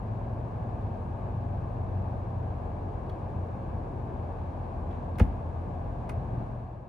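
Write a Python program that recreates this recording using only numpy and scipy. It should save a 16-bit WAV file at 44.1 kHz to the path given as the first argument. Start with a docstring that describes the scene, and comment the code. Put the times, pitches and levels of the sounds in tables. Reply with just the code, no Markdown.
"""Convertible roof pump and trunk lid

A convertible idles in an open drive: a throbbing tone and shaped noise make the exhaust, fan and town air.
Its roof pump hums as a tone with an octave, sagging in pitch, beside an electric hum; the roof rubs as noise.
The trunk lid comes down: noise bursts click, decaying sines ring the latch, lid and body, and trim rattles.
A lock clicks a second later; a nearby wall answers faintly as a dying noise echo, and the end fades down."""
import sys
import numpy as np
from scipy import signal
from scipy.fft import rfft, irfft, next_fast_len
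from scipy.io import wavfile
from scipy.ndimage import map_coordinates

SR = 44100
rng = np.random.default_rng(int(sys.argv[2]) if len(sys.argv) > 2 else 0)


def output_pcm(signal):
    """Save a mono or channel-first signal as 16-bit PCM at the path in sys.argv[1].

    Samples are clipped to [-1, 1] before scaling.
    """
    pcm = np.clip(np.atleast_2d(signal).T, -1, 1) * 32767
    wavfile.write(sys.argv[1], SR, np.round(pcm).astype(np.int16))


N = 303711
TIME_S = np.arange(N) / SR

# In every table, t60 is the time a sound takes to die away by 60 dB.


def amp(db):
    """Turn decibels into a gain."""
    return 10 ** (np.asarray(db) / 20)


def unit(x):
    """Scale a sound to an average strength (rms) of 1."""
    return x / np.sqrt(np.mean(x ** 2) + 1e-20)


def along(points, hz):
    """Read a value between (Hz, value) points, with frequency on a log scale."""
    f, v = np.transpose(points)
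    return np.interp(np.log(hz + 1), np.log(f + 1), v)


def wobble(rate):
    """A smooth random curve with the given number of random points a second."""
    knots = rng.standard_normal(int(N * rate / SR) + 4)
    return map_coordinates(knots, [np.arange(N) * rate / SR])


def spell(start, end, ramp):
    """A curve that rises to 1 around start, holds, and falls to 0 around end."""
    return np.clip(np.minimum(TIME_S - start, end - TIME_S) / ramp + .5, 0, 1)


def swell(s, half_length):
    """A bell-shaped rise and fall that peaks at time s."""
    return np.exp(-((TIME_S - s) / half_length) ** 2)


def dying(start, t60, attack):
    """A curve that rises quickly at start and dies away."""
    t = np.maximum(TIME_S - start, 0)
    return (1 - np.exp(-t / attack)) * amp(-60 * t / t60)


def add(track, s, sound):
    """Mix a sound into a track at time s."""
    part = track[..., round(s * SR):][..., :sound.shape[-1]]
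    part += sound[..., :part.shape[-1]]


def filtered(x, response):
    """Make each frequency stronger or weaker by a gain that depends on frequency."""
    size = x.shape[-1]
    m = next_fast_len(size + SR // 4)
    return irfft(rfft(x, m) * response(np.fft.rfftfreq(m, 1 / SR)), m)[..., :size]


def widen(pair, spectrum, direct):
    """Two noises become a coloured left and right; the direct share reaches both sides alike."""
    # How alike left and right are. Each row: frequency in Hz, likeness (-1 opposite to 1 the same).
    alike = [(60, 0.91), (150, 0.9), (290, 0.95), (450, 0.53), (640, 0.25), (1100, 0.19), (1400, -0.26),
             (1750, -0.18), (2300, 0.69), (3100, 0.076), (6000, 0.62), (8200, -0.86), (9500, 0.22),
             (11000, .85)]
    # How the sound leans to one side. Each row: frequency in Hz, left minus right in dB.
    lean = [(60, 1), (130, 2), (250, 2), (380, 0.5), (700, 4), (1290, 2), (2380, 0.5), (4400, 4.5),
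            (8100, 1.5), (15000, -1.5)]

    def middle_and_side(hz):
        likeness = np.clip(direct + (1 - direct) * along(alike, hz), -1, 1)
        turn = np.arccos(likeness) / 2
        return amp(spectrum(hz)) * [np.cos(turn), np.sin(turn)]

    mid, side = filtered(pair, middle_and_side)
    stereo = np.array([mid + side, mid - side])
    return unit(filtered(stereo, lambda hz: amp(np.outer([.5, -.5], along(lean, hz)))))


def rush(spectrum):
    """Steady, diffuse stereo noise of rms 1, coloured by a spectrum."""
    return widen(rng.standard_normal((2, N)), lambda hz: along(spectrum, hz), direct=0)


def tone(hz, overtone_db):
    """A hum of rms about 1 that follows a pitch curve, with its octave."""
    phase = 2 * np.pi * (np.cumsum(hz) / SR + rng.random())
    return np.sqrt(2) * (np.sin(phase) + amp(overtone_db) * np.sin(2 * phase))


def ring(modes, attack):
    """A struck shell rings at several pitches; neighbours in the list swing in opposite directions."""
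    t = np.arange(SR // 2) / SR
    swing = 0
    for k, (hz, db, t60) in enumerate(modes):
        swing = swing + (-1) ** (k + 1) * amp(db - 60 * t / t60) * np.sin(2 * np.pi * hz * t)
    return swing * (1 - np.exp(-t / attack))


def strike(modes, scatter_db=3.5):
    """A struck steel part: each blow shares its energy out anew, in a different mix on each side."""
    t = np.arange(SR // 4) / SR
    swing = 0
    for hz, db, t60 in modes:
        level_db = db + scatter_db * rng.standard_normal((2, 1)) - 60 * t / t60
        phase = 2 * np.pi * (hz * t + rng.random()) + .5 * rng.standard_normal((2, 1))
        swing = swing + amp(level_db) * np.sin(phase)
    return swing * (1 - np.exp(-t / .0004))


def idle_and_air():
    """The exhaust throbs at the firing rate under a wide rush of air and a faint hiss."""
    # Colours of the exhaust rumble, the air and the hiss. Each row: frequency in Hz, relative dB per Hz.
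    rumble = [(20, -43.5), (32, -32), (42, -14), (58, -3), (75, 0), (105, -3.5), (145, -6.5), (180, -10),
              (230, -12), (300, -18), (360, -18), (500, -36), (1000, -80.5), (3000, -120)]
    air = [(100, -28), (250, -5), (370, -2.5), (720, 2), (900, -2), (1150, -7.5), (1350, -18), (1650, -15),
           (1900, -26.5), (2600, -28), (2900, -33), (4000, -39.5), (6000, -51.5), (12000, -73.5)]
    hiss = [(1500, -21.5), (4000, 1), (5500, -2.5), (7200, 1.5), (9400, 1.5), (10200, -6), (11000, -13),
            (14000, -18), (16000, -26.5)]
    # Brief swells of the rumble. Each row: peak in seconds, rise in dB, half-length in seconds.
    swells = [(6.352, 2.5, .16)]
    rumble_db = -37 + 0.5 * wobble(3.3) + sum(db * swell(s, half) for s, db, half in swells)
    firing = tone(44.2 + 0.5 * wobble(3.04), overtone_db=-20.5)
    throbbing = unit(rush(rumble) * (1 + 0.18 * firing))
    exhaust = amp(rumble_db) * throbbing + amp(-45.5 + 1.7 * wobble(4.9)) * firing
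    return exhaust + amp(-42 + 0.34 * wobble(8)) * rush(air) + amp(-79) * rush(hiss)


def motors():
    """The pump slows; an electric hum nearly holds its pitch beside it and swells in spells."""
    # Moments when the pump eases off. Each row: middle in seconds, drop in dB, half-length in seconds.
    lulls = [(1.69, 10, .07), (2.6, 8, .1), (4.103, 11, 0.049)]
    # Spells of stronger electric hum. Each row: start in seconds, end in seconds, level in dB.
    hum_spells = [(-.2, 0.86, -41), (1.258, 2.553, -39.5), (3.003, 4.252, -43), (5.922, 6.902, -39)]
    start_hz, settled_hz, settle_s = 106.17, 84.53, 2.2
    hum_rest_db, hum_ramp_s = -52, 0.21
    octave_start_db, octave_rest_db = -51, -59.5

    pump_hz = settled_hz + (start_hz - settled_hz) * np.exp(-TIME_S / settle_s)
    # louder while it carries the roof and the lid, and weaker as it slows
    pump_db = -42.5 + 5.5 * spell(0.58, 5.8, ramp=0.31) - 0.5 * TIME_S
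    lull_db = sum(db * swell(s, half) for s, db, half in lulls)
    pump_gain = amp(pump_db - lull_db + 1.9 * wobble(9))  # the load wavers
    pump = pump_gain * tone(pump_hz + 1.32 * wobble(9), overtone_db=-17)

    hum_hz = 119 + .25 * wobble(2.997)
    hum_gain = np.max([amp(db) * spell(start, end, hum_ramp_s) for start, end, db in hum_spells], axis=0)
    hum = np.maximum(hum_gain, amp(hum_rest_db)) * tone(hum_hz, overtone_db=-40)
    # the hum's octave is strongest at first, then drops back
    octave_db = octave_rest_db + (octave_start_db - octave_rest_db) * spell(-1, 1.5, hum_ramp_s)
    octave = amp(octave_db) * tone(2 * hum_hz, overtone_db=-20)
    return (pump + hum + octave) * amp([[.3], [-.3]])  # slightly louder on the left


def roof():
    """The sliding roof rubs softly in the hollow of the trunk, each rub swelling and ebbing."""
    # Rubs of the roof. Each row: peak in seconds, level in dB, half-length in seconds.
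    rubs = [(2.847, -44.5, 0.072), (3.35, -50.5, 0.39), (4.015, -49, 0.26)]
    # Colour of the trunk's hollow. Each row: frequency in Hz, relative dB per Hz.
    hollow = [(180, -32.5), (300, 3), (370, 2), (480, 1.5), (750, -19), (2000, -61), (6000, -120)]
    rubbing = sum(amp(db) * swell(s, half) for s, db, half in rubs)
    return rubbing * amp(1.9 * wobble(11.0)) * rush(hollow)


def rattle(uneven_db=3.5):
    """Loose trim chatters unevenly, dying away, and knocks a few times as it comes to rest."""
    # Colour of the loose trim. Each row: frequency in Hz, relative dB per Hz.
    trim = [(800, -10), (1600, 6), (3400, 1), (4500, -16), (7500, -17), (10000, -23), (15000, -42)]
    # Knocks of the trim. Each row: start in seconds, level in dB.
    trim_knocks = [(5.277, -64), (5.3, -65), (5.323, -62)]
    chatter = unit(amp(uneven_db * wobble(160)))
    settling = amp(-61.5) * dying(4.9, t60=0.42, attack=.005) * chatter
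    knocks = sum(amp(db) * dying(s, t60=.06, attack=.001) for s, db in trim_knocks)
    return (settling + knocks) * rush(trim)


def latches(octaves=0.32, grain_db=1.5):
    """Catches snap with gritty, quickly dying bursts, each with its own resonance; latch and linkage ring."""
    # Catches, linkage and locks. Each row: start in seconds, level in dB, tilt from dull to bright
    # in dB per octave, t60 in seconds, own resonance in Hz, boost at that resonance in dB.
    clicks = [(1.722, -75, 8, .021, 11000, 2), (2.6445, -77, 11, .03, 12500, 5),
              (3.0945, -61, 2, .02, 12700, 13), (3.0952, -53, 0, .018, 4400, 9),
              (3.0985, -55, 1.5, 0.026, 3400, 10), (5.157, -59, -1, .018, 4000, 25),
              (5.1833, -46.5, 3, .02, 15000, 11), (5.1847, -42, -0.5, .06, 5500, 0),
              (5.196, -33.5, 1.7, 0.025, 3300, 0), (5.1996, -31.5, -3, 0.043, 2800, 3),
              (5.214, -50, 0.5, .04, 3300, 9), (5.221, -47, -1, 0.049, 9500, 5),
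              (6.0922, -44.5, 2, 0.026, 5600, 3), (6.0945, -43.5, 1.5, .038, 9500, 4),
              (6.104, -56, 1, .03, 9200, 6), (6.1145, -57, -0.5, .06, 10500, 5)]
    # Colour of the latch steel. Each row: frequency in Hz, relative dB per Hz.
    steel = [(300, -10), (1100, 3), (1750, 2.5), (2050, 3), (2800, -5), (4200, -13), (5400, -13),
             (8000, -20), (10000, -15), (12000, -28.5), (15500, -27)]
    # Ringing of the latch, then of the roof linkage locking home.
    # Each row: frequency in Hz, relative level in dB, t60 in seconds.
    latch = [(870, 0, .055), (1010, -3, .05), (1230, 1, .05), (1420, -5, .055), (1765, -11, .05),
             (2005, -2.5, .052), (2120, -8, 0.048), (2470, -4, .04), (2800, -12, .04), (3500, -16, .04),
             (4240, -22, .045), (4575, -20, .045), (4965, -22, .04), (5480, -18.5, .04)]
    linkage = [(2180, -4, .04), (3340, 1, .045), (4300, -4, .025)]
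    # Blows on the latch, by the slam and again by the lock. Each row: start in seconds, level in dB.
    blows = [(5.186, -51), (5.199, -37), (5.2074, -45), (6.096, -44)]
    out = np.zeros((2, N))
    t = np.arange(SR // 4) / SR
    for s, db, tilt_db, t60, own_hz, boost_db in clicks:
        def colour(hz):
            tilt = tilt_db * np.log2(np.maximum(hz, 1000) / 3000)
            peak = boost_db * np.exp(-(np.log2((hz + 1) / own_hz) / octaves) ** 2)
            return along(steel, hz) + tilt + peak

        burst = widen(rng.standard_normal((2, len(t))), colour, direct=0.43)
        grit = unit(amp(grain_db * wobble(900)[:len(t)]))
        envelope = amp(db - 60 * t / t60) * (1 - np.exp(-t / 0.00036))
        add(out, s, envelope * grit * burst)
    for s, db in blows:
        add(out, s, amp(db) * strike(latch))
    add(out, 3.0962, amp(-58.5) * strike(linkage))
    return out


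def lid():
    """Striker knocks, the skin slaps and flexes, the seal thuds, the body booms, trunk and cabin follow."""
    # Ringing of the lid's skin, then of the trunk and body, then of the cabin air, which drones on.
    # Each row: frequency in Hz, level in dB (relative for skin and body), t60 in seconds.
    panel = [(292, -11.5, 0.06), (377, -4, 0.05), (498, 2.5, 0.09), (600, -9, 0.063), (760, -1, 0.034),
             (863, -9.5, 0.086), (1040, -17, 0.055), (1420, -16, 0.05)]
    body = [(51, -8, .25), (88, 0, .067), (120, -5.8, .068), (130, -3.5, .03), (232, -9, .03)]
    cabin = [(79.2, -29.5, 1)]
    # Colours of the squeezed rubber seal, the trunk's hollow blooming under the boom, and the dull knocks.
    # Each row: frequency in Hz, relative dB per Hz.
    seal = [(60, -26.5), (140, -5), (230, -4), (330, -4), (600, -6), (1200, -22), (4000, -60)]
    bloom_colour = [(60, -24.5), (100, -3.5), (140, -0.5), (175, -5), (230, -2.5), (275, -3), (330, -19),
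                    (600, -65)]
    knock_colour = [(100, -18), (190, 3), (400, -4), (700, -6), (1200, -16), (3000, -50)]
    # Knocks as the striker touches and the lock pulls home. Each row: start in seconds, level in dB.
    lid_knocks = [(5.19, -33), (6.095, -36)]
    shell = np.zeros(N)
    add(shell, 5.2012, amp(-26.5) * ring(panel, attack=0.0004))
    add(shell, 5.2078, amp(-26.5) * ring([(228, 0, 0.14)], attack=0.0025))  # the whole lid flexes
    add(shell, 5.2127, amp(-5.3) * ring(body, attack=.0008))
    add(shell, 5.24, ring(cabin, attack=0.014))
    thud = amp(-33) * dying(5.203, t60=0.23, attack=.004) * rush(seal)
    bloom = amp(-27.5) * dying(5.22, t60=.3, attack=.008) * rush(bloom_colour)
    knocking = sum(amp(db) * dying(s, t60=0.071, attack=0.0012) for s, db in lid_knocks)
    return shell * amp([[.4], [-.4]]) + thud + bloom + knocking * rush(knock_colour)


def wall(x, delay=0.008):
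    """The nearby wall's scattered answer: delayed noise in which each frequency dies at its own speed."""
    # How long the answer lasts. Each row: frequency in Hz, t60 in seconds.
    decay = [(100, 0.37), (2800, 0.28), (6000, 0.24), (14000, 0.15)]
    hz, t, z = signal.stft(rng.standard_normal((2, SR // 2)), SR, nperseg=256)
    fading = amp(-60 * t / along(decay, hz)[:, None])
    tail = signal.istft(z * fading, SR, nperseg=256)[1]
    late = np.pad(x, ((0, 0), (round(delay * SR), 0)))
    return signal.fftconvolve(late, tail / np.linalg.norm(tail[0]), axes=1)[:, :N]


def scene():
    """The running car, the moving roof, and the closing lid with its echo."""
    background = idle_and_air() + motors() + roof()
    snaps = rattle() + latches()
    thump = lid()
    echo = wall(amp(-14.0) * snaps + amp(-24.5) * thump)
    return background + snaps + thump + echo


def record(dry):
    """Fade the end down and remove the lowest and highest frequencies."""
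    fade_from_s, fade_db_per_s, top_hz = 6.42, 18.5, 15760
    fade_db = -fade_db_per_s * np.maximum(TIME_S - fade_from_s, 0)

    def band(hz):
        return np.clip((top_hz - hz) / 300 + .5, 0, 1) * np.clip((hz - 20) / 18, 0, 1)

    return filtered(dry * amp(fade_db), band)


dry = scene()
out = record(dry)
output_pcm(out)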